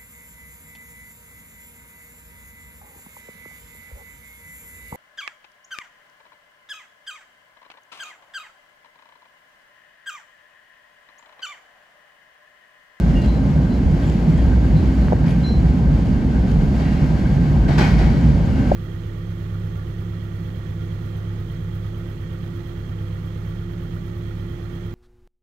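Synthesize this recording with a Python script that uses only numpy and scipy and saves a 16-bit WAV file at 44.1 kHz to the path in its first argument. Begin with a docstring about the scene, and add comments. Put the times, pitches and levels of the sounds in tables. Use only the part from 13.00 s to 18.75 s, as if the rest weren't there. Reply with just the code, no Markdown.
"""Inside a passenger coach rolling steadily: filtered noise gives the boom and rumble of the car body,
the roar, hiss and ring of the wheels and, from the start, a floor drone in surges.
Soon wavering tones squeak and loose trim rattles; then trim ticks and dull panel knocks, both decaying modes.
From the third second the wheels also bite and scrape, most strongly near the fifth: a rush of noise,
a ring of steel and a floor shudder. One dull knock of four quick contacts comes near the end."""
import sys
import numpy as np
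from scipy import signal
from scipy.fft import rfft, irfft
from scipy.io import wavfile
from scipy.ndimage import uniform_filter1d, minimum_filter1d

SR = 44100
rng = np.random.default_rng(int(sys.argv[2]) if len(sys.argv) > 2 else 0)


def digitize_waveform(pressure):
    """Quantize a signal to 16-bit integers and store it at the path in sys.argv[1].

    Rows of a 2-D input are taken as channels; values are limited to [-1, 1].
    """
    field = np.atleast_2d(pressure).T
    bounded = np.clip(field, -1, 1)
    quanta = np.round(bounded * 32767).astype(np.int16)
    wavfile.write(sys.argv[1], SR, quanta)


N = 253575
TIME = np.arange(N) / SR
HZ = np.maximum(np.arange(N // 2 + 1) * SR / N, 1)

# The stereo image of the noises. Each row: frequency in Hz, likeness of the two channels from 0 to 1,
# right channel's phase lead in radians, left-right level difference in dB.
STEREO_IMAGE = [(60, 0.98, 0.08, 0), (145, 0.99, 0.33, -1.2), (298, 0.92, 0, -2), (540, 0.85, 0.54, -1.5),
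                (776, 0.47, 0, -0.5), (1060, 0.38, 0.6, 5), (1250, 0.09, 4, 0), (1540, 0.14, 1.5, 3.5),
                (1910, 0.58, 0.8, 2), (2700, 0.43, -0.16, 2), (4200, 0.65, 1.6, 1.5), (4780, 0.6, -1, -0.5),
                (5600, 0.2, 1.3, 3), (6750, 0.83, -1, -2.5), (7250, 0.8, 0.5, 2.5), (7730, 1, 0.5, -3),
                (11500, 1, 7, 0.5), (12900, 1, 8.5, -1), (15200, 0.95, 13, 1.5)]

# Noise spectra of the car body and the wheels. Each row: frequency in Hz, relative level in dB per Hz.
BOOM_SPECTRUM = [(15, -42.5), (25, -38.5), (33, -23), (40, -11), (47, -15), (54, -3.5), (59, 2), (65, -5),
                 (76, -11.5), (88, -17.5), (105, -36.5)]
RUMBLE_SPECTRUM = [(70, -26), (90, -7.5), (110, -5.5), (122, -6), (147, -3), (170, -3.5), (182, -4),
                   (215, -7), (268, -8.5), (288, -16), (345, -17), (400, -29), (500, -36.5)]
ROAR_SPECTRUM = [(230, -14.5), (330, -1.5), (420, 2.5), (500, 0.9), (580, 0.5), (680, -3), (800, -3),
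                 (950, -8.5), (1200, -17), (1600, -28.5)]
HISS_SPECTRUM = [(700, -25), (1100, 1), (1400, -0.3), (1750, 0.05), (2200, -1), (2550, -6), (3100, -5),
                 (3500, -9.5), (4500, -8), (5500, -14.5), (7200, -16.5), (8500, -22.5), (11000, -23.5),
                 (15500, -31.5)]

# Swells and dips of the boom. Each row: start in seconds, length in seconds,
# change of level in dB (negative for a dip).
BOOM_SWELLS = [(0.03, 0.14, 5), (.26, 0.056, 5.5), (0.506, 0.054, 5), (0.837, 0.062, 5.5),
               (1.255, 0.054, -5), (1.345, 0.28, 6), (1.64, 0.26, 4), (1.962, 0.11, 5), (2.557, 0.19, 5),
               (2.866, 0.082, 7), (3.36, 0.056, 4), (3.535, 0.14, 4.5), (4.56, 0.15, 5.5), (4.917, 0.17, 6),
               (5.227, 0.13, 5.5)]
BOOM_DB, RUMBLE_DB = -20, -18.5  # boom between swells, and rumble
BOOM_ATTACK_S, BOOM_RELEASE_S = 0.0056, 0.026

# Rail roughness, as the level of the wheels' hiss. 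Each row: time in seconds, level in dB.
RAIL_ROUGHNESS = [(0, -44), (.25, -43.5), (.6, -45), (1.08, -43.5), (1.62, -45), (1.92, -43), (2.33, -45.5),
                  (2.6, -44.5), (3.03, -46.5), (3.5, -44), (4.5, -44), (5.75, -43.5)]
# Resonances of the wheels. Each row: frequency in Hz, width in Hz, level over the hiss in dB.
WHEEL_MODES = [(1558, 87, 6.5), (1857, 37, -2.5), (2173, 33, 2.5), (2780, 40, -4)]
ROAR_DB, ROAR_FOLLOWS = -34.5, 0.46  # level at mean roughness; share of the hiss's swing
RING_SWING_DB, RING_WAVER = 2.5, .008  # spread of the ring's level; spread of its pitch as a share

# Surges of one floor mode. Each row: start in seconds, length in seconds, level in dB.
DRONE_SURGES = [(0.025, 0.12, -23.5), (0.439, 0.19, -19), (0.883, .06, -24), (1.054, .12, -26),
                (1.236, 0.096, -14.5), (1.416, 0.059, -20.5), (1.702, 0.066, -16.5), (2.14, 0.23, -19.5),
                (2.597, 0.33, -20), (3.055, 0.066, -19), (3.48, 0.2, -21), (3.922, .21, -22),
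                (4.304, 0.41, -21), (4.712, 0.46, -18.5), (5.21, 0.074, -13.5), (5.315, 0.11, -25),
                (5.55, 0.16, -22.5)]
# Spectrum of that mode. Each row: frequency in Hz, relative level in dB per Hz.
DRONE_SPECTRUM = [(115, -11.5), (132, -6.5), (147, 0.5), (168, -3), (185, -13), (210, -19.5)]
DRONE_ATTACK_S, DRONE_RELEASE_S = 0.027, 0.057

# Wheel modes sung by a rubbing flange. Each row: start in seconds, length in seconds, mean frequency in Hz,
# level before the sag in dB, spread of the pitch wander in Hz, rasp from 0 to 1.
FLANGE_SQUEAKS = [(.138, .16, 1880, -48, 25, .6), (.146, .16, 2810, -42, 15, .4),
                  (.205, 0.081, 4090, -49, 30, .7), (0.257, .16, 4065, -48, 16, 0.4),
                  (.685, .14, 4070, -52.5, 25, .7), (1.02, .09, 3340, -50, 35, .7),
                  (1.055, 0.1, 7290, -54.5, 35, .5), (1.36, .11, 3260, -49.5, 46, .7),
                  (1.365, .1, 1860, -48, 30, .7), (1.744, .12, 4060, -49.5, 38, .9),
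                  (1.985, .12, 4100, -55, 25, 0.6), (2.255, .16, 2440, -45.5, 45, 0.8),
                  (2.26, .11, 11014, -57, 70, .9), (2.27, .11, 3220, -53.5, 50, .7),
                  (2.429, .185, 4064, -36.5, 9, 0), (2.45, .22, 5580, -57, 15, .3),
                  (3.82, .3, 1874, -45, 35, 0.7), (3.82, .3, 2770, -47, 35, 0.8),
                  (5.51, .24, 2790, -49, 27, 1)]
SQUEAK_ATTACK_S, SQUEAK_SAG_DB_PER_S, SQUEAK_RELEASE_S = .022, 55, .07
SQUEAK_FLUTTER_DB = 1.8

# Runs of loose trim. Each row: start in seconds, length in seconds, level in dB.
RATTLE_RUNS = [(0.205, 0.065, -50), (1.024, 0.097, -50.5), (1.353, 0.062, -53), (2.266, .07, -54.5),
               (3.045, 0.044, -54), (3.459, 0.062, -50.5), (3.79, .04, -53)]
# Spectrum of the rattling trim. Each row: frequency in Hz, relative level in dB per Hz.
RATTLE_SPECTRUM = [(2400, 3.5), (3200, 3.5), (3800, -7), (4700, 0), (5600, -17), (6400, -5.5), (7300, -9),
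                   (10500, -16.5), (15000, -26)]
RATTLE_TOUCHES_PER_S, TOUCH_DECAY_S = 320, .0012  # mean rate; time for a touch's power to fall to 1/e

# Hard contacts on the trim. Each row: time in seconds, level in dB, contact bandwidth in Hz.
TRIM_TICKS = [(1.19, -24, 4000), (2.0838, -12.5, 2200), (2.1292, -18.5, 9000), (2.166, -26, 4000),
              (2.2425, -21, 5000)]
# The trim's modes. Each row: frequency in Hz, relative level in dB, t60 in seconds.
TRIM_MODES = [(1050, -9, .005), (1600, -5, .006), (4000, -21, .003), (6500, -24, .003)]

# Contacts that make dull knocks on a panel close by. Each row: time in seconds, level in dB,
# contact bandwidth in Hz, pitch as a factor, left-right level difference in dB.
PANEL_CONTACTS = [(2.1231, -9.8, 1000, 1.04, -5), (2.1310, -8.2, 850, .9, 4), (5.7155, -11.5, 850, 1.04, 1),
                  (5.7178, -8, 850, 1.08, 1), (5.7193, -12, 900, 1.08, 1), (5.7207, -9, 820, 1.04, 2)]
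# The panel's modes. Each row: frequency in Hz before the pitch factor, relative level in dB, t60 in seconds.
PANEL_MODES = [(560, -4.5, .026), (690, 0, .011), (860, -3, .012), (1600, -2, .012)]
RIGHT_CHANNEL_EARLY_S = .0003

# Bites of the sliding wheels. Each row: start in seconds, rush peak in dB, rush t60 in seconds,
# shudder peak in dB, shudder t60 in seconds.
WHEEL_BITES = [(2.25, -41.5, 0.55, -45, .4), (3.785, -42, 2.7, -39.5, 0.84),
               (4.677, -34.5, 1.3, -26.5, 0.55), (4.774, -24.5, 0.72, -20, 0.42),
               (4.978, -35.5, 1.2, -26.5, 1)]
# Spectra of steel on steel and of the shaken floor. Each row: frequency in Hz, relative level in dB per Hz.
RUSH_SPECTRUM = [(700, -3), (950, -2), (1300, -6), (1550, -2), (1750, -4.5), (2200, -5.5), (2600, -12),
                 (3100, -11.5), (3500, -14), (4600, -13), (7000, -24.5), (10000, -31), (15500, -40.5)]
SHUDDER_SPECTRUM = [(230, -16), (350, 9.5), (450, -3), (570, 1.5), (670, 1.5), (790, 0.5), (930, -5),
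                    (1100, -17)]
# Steel that rings on after a bite. Each row: frequency in Hz, width in Hz, relative level in dB.
STEEL_MODES = [(1150, 70, -7.5), (1530, 90, -4.5), (1910, 71, -1.5), (2225, 80, -1), (2465, 40, -6),
               (3140, 120, -12), (3980, 110, -12), (4380, 50, -14)]
SCRAPE_ATTACK_S, GRAIN_DB = .011, 1
# The steel's ring: level against the rush, rise, and factor on the rush's t60.
STEEL_DB, STEEL_ATTACK_S, STEEL_LINGERS = -5, .035, 1.05
SHUDDER_ATTACK_S, CHATTER_DB = 0.019, 1

CEILING, CUTOFF_HZ = .89, 15800  # limiter's peak level; top of the passband


def from_db(db):
    """Level is logarithmic: 20 dB is a tenfold gain."""
    return 10 ** (np.asarray(db) / 20)


def rms_one(x):
    """Normalisation: the root of the mean power becomes 1."""
    return x / np.sqrt(np.mean(x ** 2) + 1e-20)


def in_time(rows):
    """Linear interpolation of each column of a curve at every sample."""
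    s, *columns = np.transpose(rows)
    return [np.interp(TIME, s, column) for column in columns]


def in_hz(rows):
    """Interpolation of each column of a spectrum along logarithmic frequency."""
    hz, *columns = np.transpose(rows)
    return [np.interp(np.log(HZ), np.log(hz), column) for column in columns]


def colour(rows):
    """Spectral shaping: a curve in dB at every frequency, falling by 48 dB an octave beyond its ends."""
    octaves_outside = np.abs(np.log2(HZ / np.clip(HZ, rows[0][0], rows[-1][0])))
    return in_hz(rows)[0] - 48 * octaves_outside


def peaks(rows):
    """Resonance: the gain of modes whose powers add, relative to the noise that drives them."""
    power = sum(from_db(db) ** 2 / (1 + 2 * ((HZ - hz) / width) ** 2) ** 2 for hz, width, db in rows)
    return np.sqrt(power)


def drift(rate_hz):
    """Low-passed random fluctuation with an rms of 1."""
    spectrum = rfft(rng.standard_normal(N))
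    return rms_one(irfft(spectrum / (1 + (HZ / rate_hz) ** 2), N))


def cabin_noise(colour_db):
    """Partial coherence: shared and separate noise mix in two channels; their mean has a spread of 1."""
    alike, lead, tilt_db = in_hz(STEREO_IMAGE)
    alike = np.clip(alike, 0, .999)
    shared, *own = rfft(rng.standard_normal((3, N)))
    side = np.array([[.5], [-.5]])  # left, right
    common = np.sqrt(alike) * shared * np.exp(-1j * side * lead)
    channels = common + np.sqrt(1 - alike) * np.array(own)
    gain = from_db(colour_db + side * tilt_db) / np.sqrt(1 + alike)
    x = irfft(channels * gain, N)
    return x / np.std(x.mean(axis=0))


def evened(x, seconds):
    """Division by smoothed power removes a noise's own slow swells."""
    power = uniform_filter1d(x.mean(axis=0) ** 2, int(seconds * SR))
    smooth_power = uniform_filter1d(power, int(seconds * SR / 2))
    return x / np.sqrt(smooth_power + 1e-9)


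def swell(s, length, attack, release):
    """Linear envelope: rises from time s, holds, and falls once its length is over; 0-1."""
    rise = (TIME - s) / attack
    fall = 1 - (TIME - s - length) / release
    return np.clip(np.minimum(rise, fall), 0, 1)


def dying(rows, attack):
    """Exponential decay of several bites (s, peak dB, t60 s) after a linear rise; their powers add."""
    power = 0
    for s, db, t60 in rows:
        rise = np.clip((TIME - s) / attack, 0, 1)
        decay_db = 60 * np.maximum(TIME - s - attack, 0) / t60
        power = power + (rise * from_db(db - decay_db)) ** 2
    return np.sqrt(power)


def car_body():
    """Forced vibration: bogies shake floor and walls into a rumble, and cabin air into a boom that swells."""
    swells_db = sum(db * swell(s, length, BOOM_ATTACK_S, BOOM_RELEASE_S) for s, length, db in BOOM_SWELLS)
    boom = from_db(BOOM_DB + swells_db) * evened(cabin_noise(colour(BOOM_SPECTRUM)), seconds=0.098)
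    rumble = from_db(RUMBLE_DB) * evened(cabin_noise(colour(RUMBLE_SPECTRUM)), seconds=0.14)
    return boom + rumble


def wheels():
    """Roughness excitation: steel rolling on steel gives a dull roar, a hiss and a wavering modal ring."""
    hiss_db, = in_time(RAIL_ROUGHNESS)
    roar_db = ROAR_DB + ROAR_FOLLOWS * (hiss_db - hiss_db.mean())
    roar = from_db(roar_db + 0.75 * drift(24)) * cabin_noise(colour(ROAR_SPECTRUM))
    hiss = from_db(hiss_db + 0.79 * drift(6.7)) * cabin_noise(colour(HISS_SPECTRUM))

    drive = from_db(colour(HISS_SPECTRUM))
    ringing = drive * peaks(WHEEL_MODES)
    ring_gain = np.linalg.norm(ringing) / np.linalg.norm(drive)
    ring = cabin_noise(20 * np.log10(ringing)) * ring_gain
    # reading the ring at an uneven pace makes its pitch waver
    wavering_s = TIME + RING_WAVER * np.cumsum(drift(9.04)) / SR
    ring = np.array([np.interp(wavering_s % TIME[-1], TIME, channel) for channel in ring])
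    return roar + hiss + from_db(hiss_db + RING_SWING_DB * drift(5.6)) * ring


def floor_drone():
    """Modal response: a narrow band of low noise from one floor mode, in surges whose powers add."""
    power = sum((from_db(db) * swell(s, length, DRONE_ATTACK_S, DRONE_RELEASE_S)) ** 2
                for s, length, db in DRONE_SURGES)
    return np.sqrt(power) * evened(cabin_noise(colour(DRONE_SPECTRUM)), seconds=0.08)


def squeaks():
    """Stick-slip: a rubbing flange sings one wheel mode, which builds, sags, wavers, rasps and dies away."""
    out = np.zeros((2, N))
    waver, flutter, grit = drift(118), drift(32), drift(300)
    for s, length, hz, db, wander_hz, rasp in FLANGE_SQUEAKS:
        on = (TIME >= s) & (TIME < s + length)
        envelope = swell(s, length - SQUEAK_RELEASE_S, SQUEAK_ATTACK_S, SQUEAK_RELEASE_S)[on]
        sag_db = SQUEAK_SAG_DB_PER_S * (TIME[on] - s)
        level_db = db - sag_db + SQUEAK_FLUTTER_DB * flutter[on]
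        phase = 2 * np.pi * np.cumsum(hz + wander_hz * waver[on]) / SR
        tone = (np.sin(phase) + rasp * grit[on] * np.cos(phase)) / np.hypot(1, rasp)
        out[:, on] += np.sqrt(2) * from_db(level_db) * envelope * tone
    return out


def rattles():
    """Random impacts: loose trim chatters in short runs of tiny, uneven, decaying touches."""
    touches = (rng.random(N) < RATTLE_TOUCHES_PER_S / SR) * rng.exponential(1, N)
    decay = np.exp(-1 / (2 * TOUCH_DECAY_S * SR))
    chatter = rms_one(signal.lfilter([1], [1, -decay], touches + 1e-18))
    runs = sum(from_db(db) * swell(s, length, attack=.012, release=0.035) for s, length, db in RATTLE_RUNS)
    return runs * chatter * cabin_noise(colour(RATTLE_SPECTRUM))


def ticks():
    """Impulse response: a hard contact rings the trim for milliseconds; its bandwidth limits the high modes."""
    out = np.zeros(N)
    for s, db, contact_hz in TRIM_TICKS:
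        on = (TIME >= s) & (TIME < s + .02)
        age = TIME[on] - s
        ring = sum(from_db(db + mode_db - 60 * age / t60) * np.sin(2 * np.pi * hz * age)
                   for hz, mode_db, t60 in TRIM_MODES)
        contact = signal.butter(2, contact_hz, fs=SR, output="sos")
        out[on] += signal.sosfilt(contact, ring)
    return out


def knocks():
    """Damped modes: a contact rings a panel for a few cycles; its narrow bandwidth weakens the higher modes."""
    out = np.zeros((2, N))
    for s, db, contact_hz, pitch, pan_db in PANEL_CONTACTS:
        near = np.abs(TIME - s) < .05
        age = np.maximum(TIME[near] - s + np.array([[0], [RIGHT_CHANNEL_EARLY_S]]), 0)
        ring = sum(from_db(mode_db - 60 * age / t60) * np.sin(2 * np.pi * pitch * hz * age)
                   for hz, mode_db, t60 in PANEL_MODES)
        contact = signal.butter(4, contact_hz, fs=SR, output="sos")
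        channel_gain = from_db(db + pan_db * np.array([[.5], [-.5]]))
        out[:, near] -= channel_gain * signal.sosfilt(contact, ring)  # the first swing is negative
    return out


def scrape():
    """Sliding friction: each bite gives a bright rush, a slower-building ring of steel and a floor shudder."""
    bites = np.array(WHEEL_BITES)
    rush_level = dying(bites[:, :3], SCRAPE_ATTACK_S) * from_db(GRAIN_DB * drift(350))
    rush = rush_level * cabin_noise(colour(RUSH_SPECTRUM))
    steel = evened(cabin_noise(20 * np.log10(peaks(STEEL_MODES))), seconds=0.05)
    ring = from_db(STEEL_DB) * dying(bites[:, :3] * [1, 1, STEEL_LINGERS], STEEL_ATTACK_S) * steel
    floor = evened(cabin_noise(colour(SHUDDER_SPECTRUM)), seconds=0.05)
    shudder_level = dying(bites[:, [0, 3, 4]], SHUDDER_ATTACK_S) * from_db(CHATTER_DB * drift(70))
    return rush + ring + shudder_level * floor


def scene():
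    """Superposition: the pressures of all sources add in each channel."""
    rolling = car_body() + wheels() + floor_drone()
    return rolling + squeaks() + rattles() + ticks() + knocks() + scrape()


def record(dry):
    """Gain reduction and low-pass filtering: a smooth limiter holds down crests, and the top is cut steeply."""
    allowed = CEILING / np.maximum(np.abs(dry).max(axis=0), CEILING)
    gain = uniform_filter1d(minimum_filter1d(allowed, size=441), size=441)
    low_pass = signal.ellip(10, .1, 90, CUTOFF_HZ, fs=SR, output="sos")
    return signal.sosfilt(low_pass, dry * gain)


dry = scene()
out = record(dry)
digitize_waveform(out)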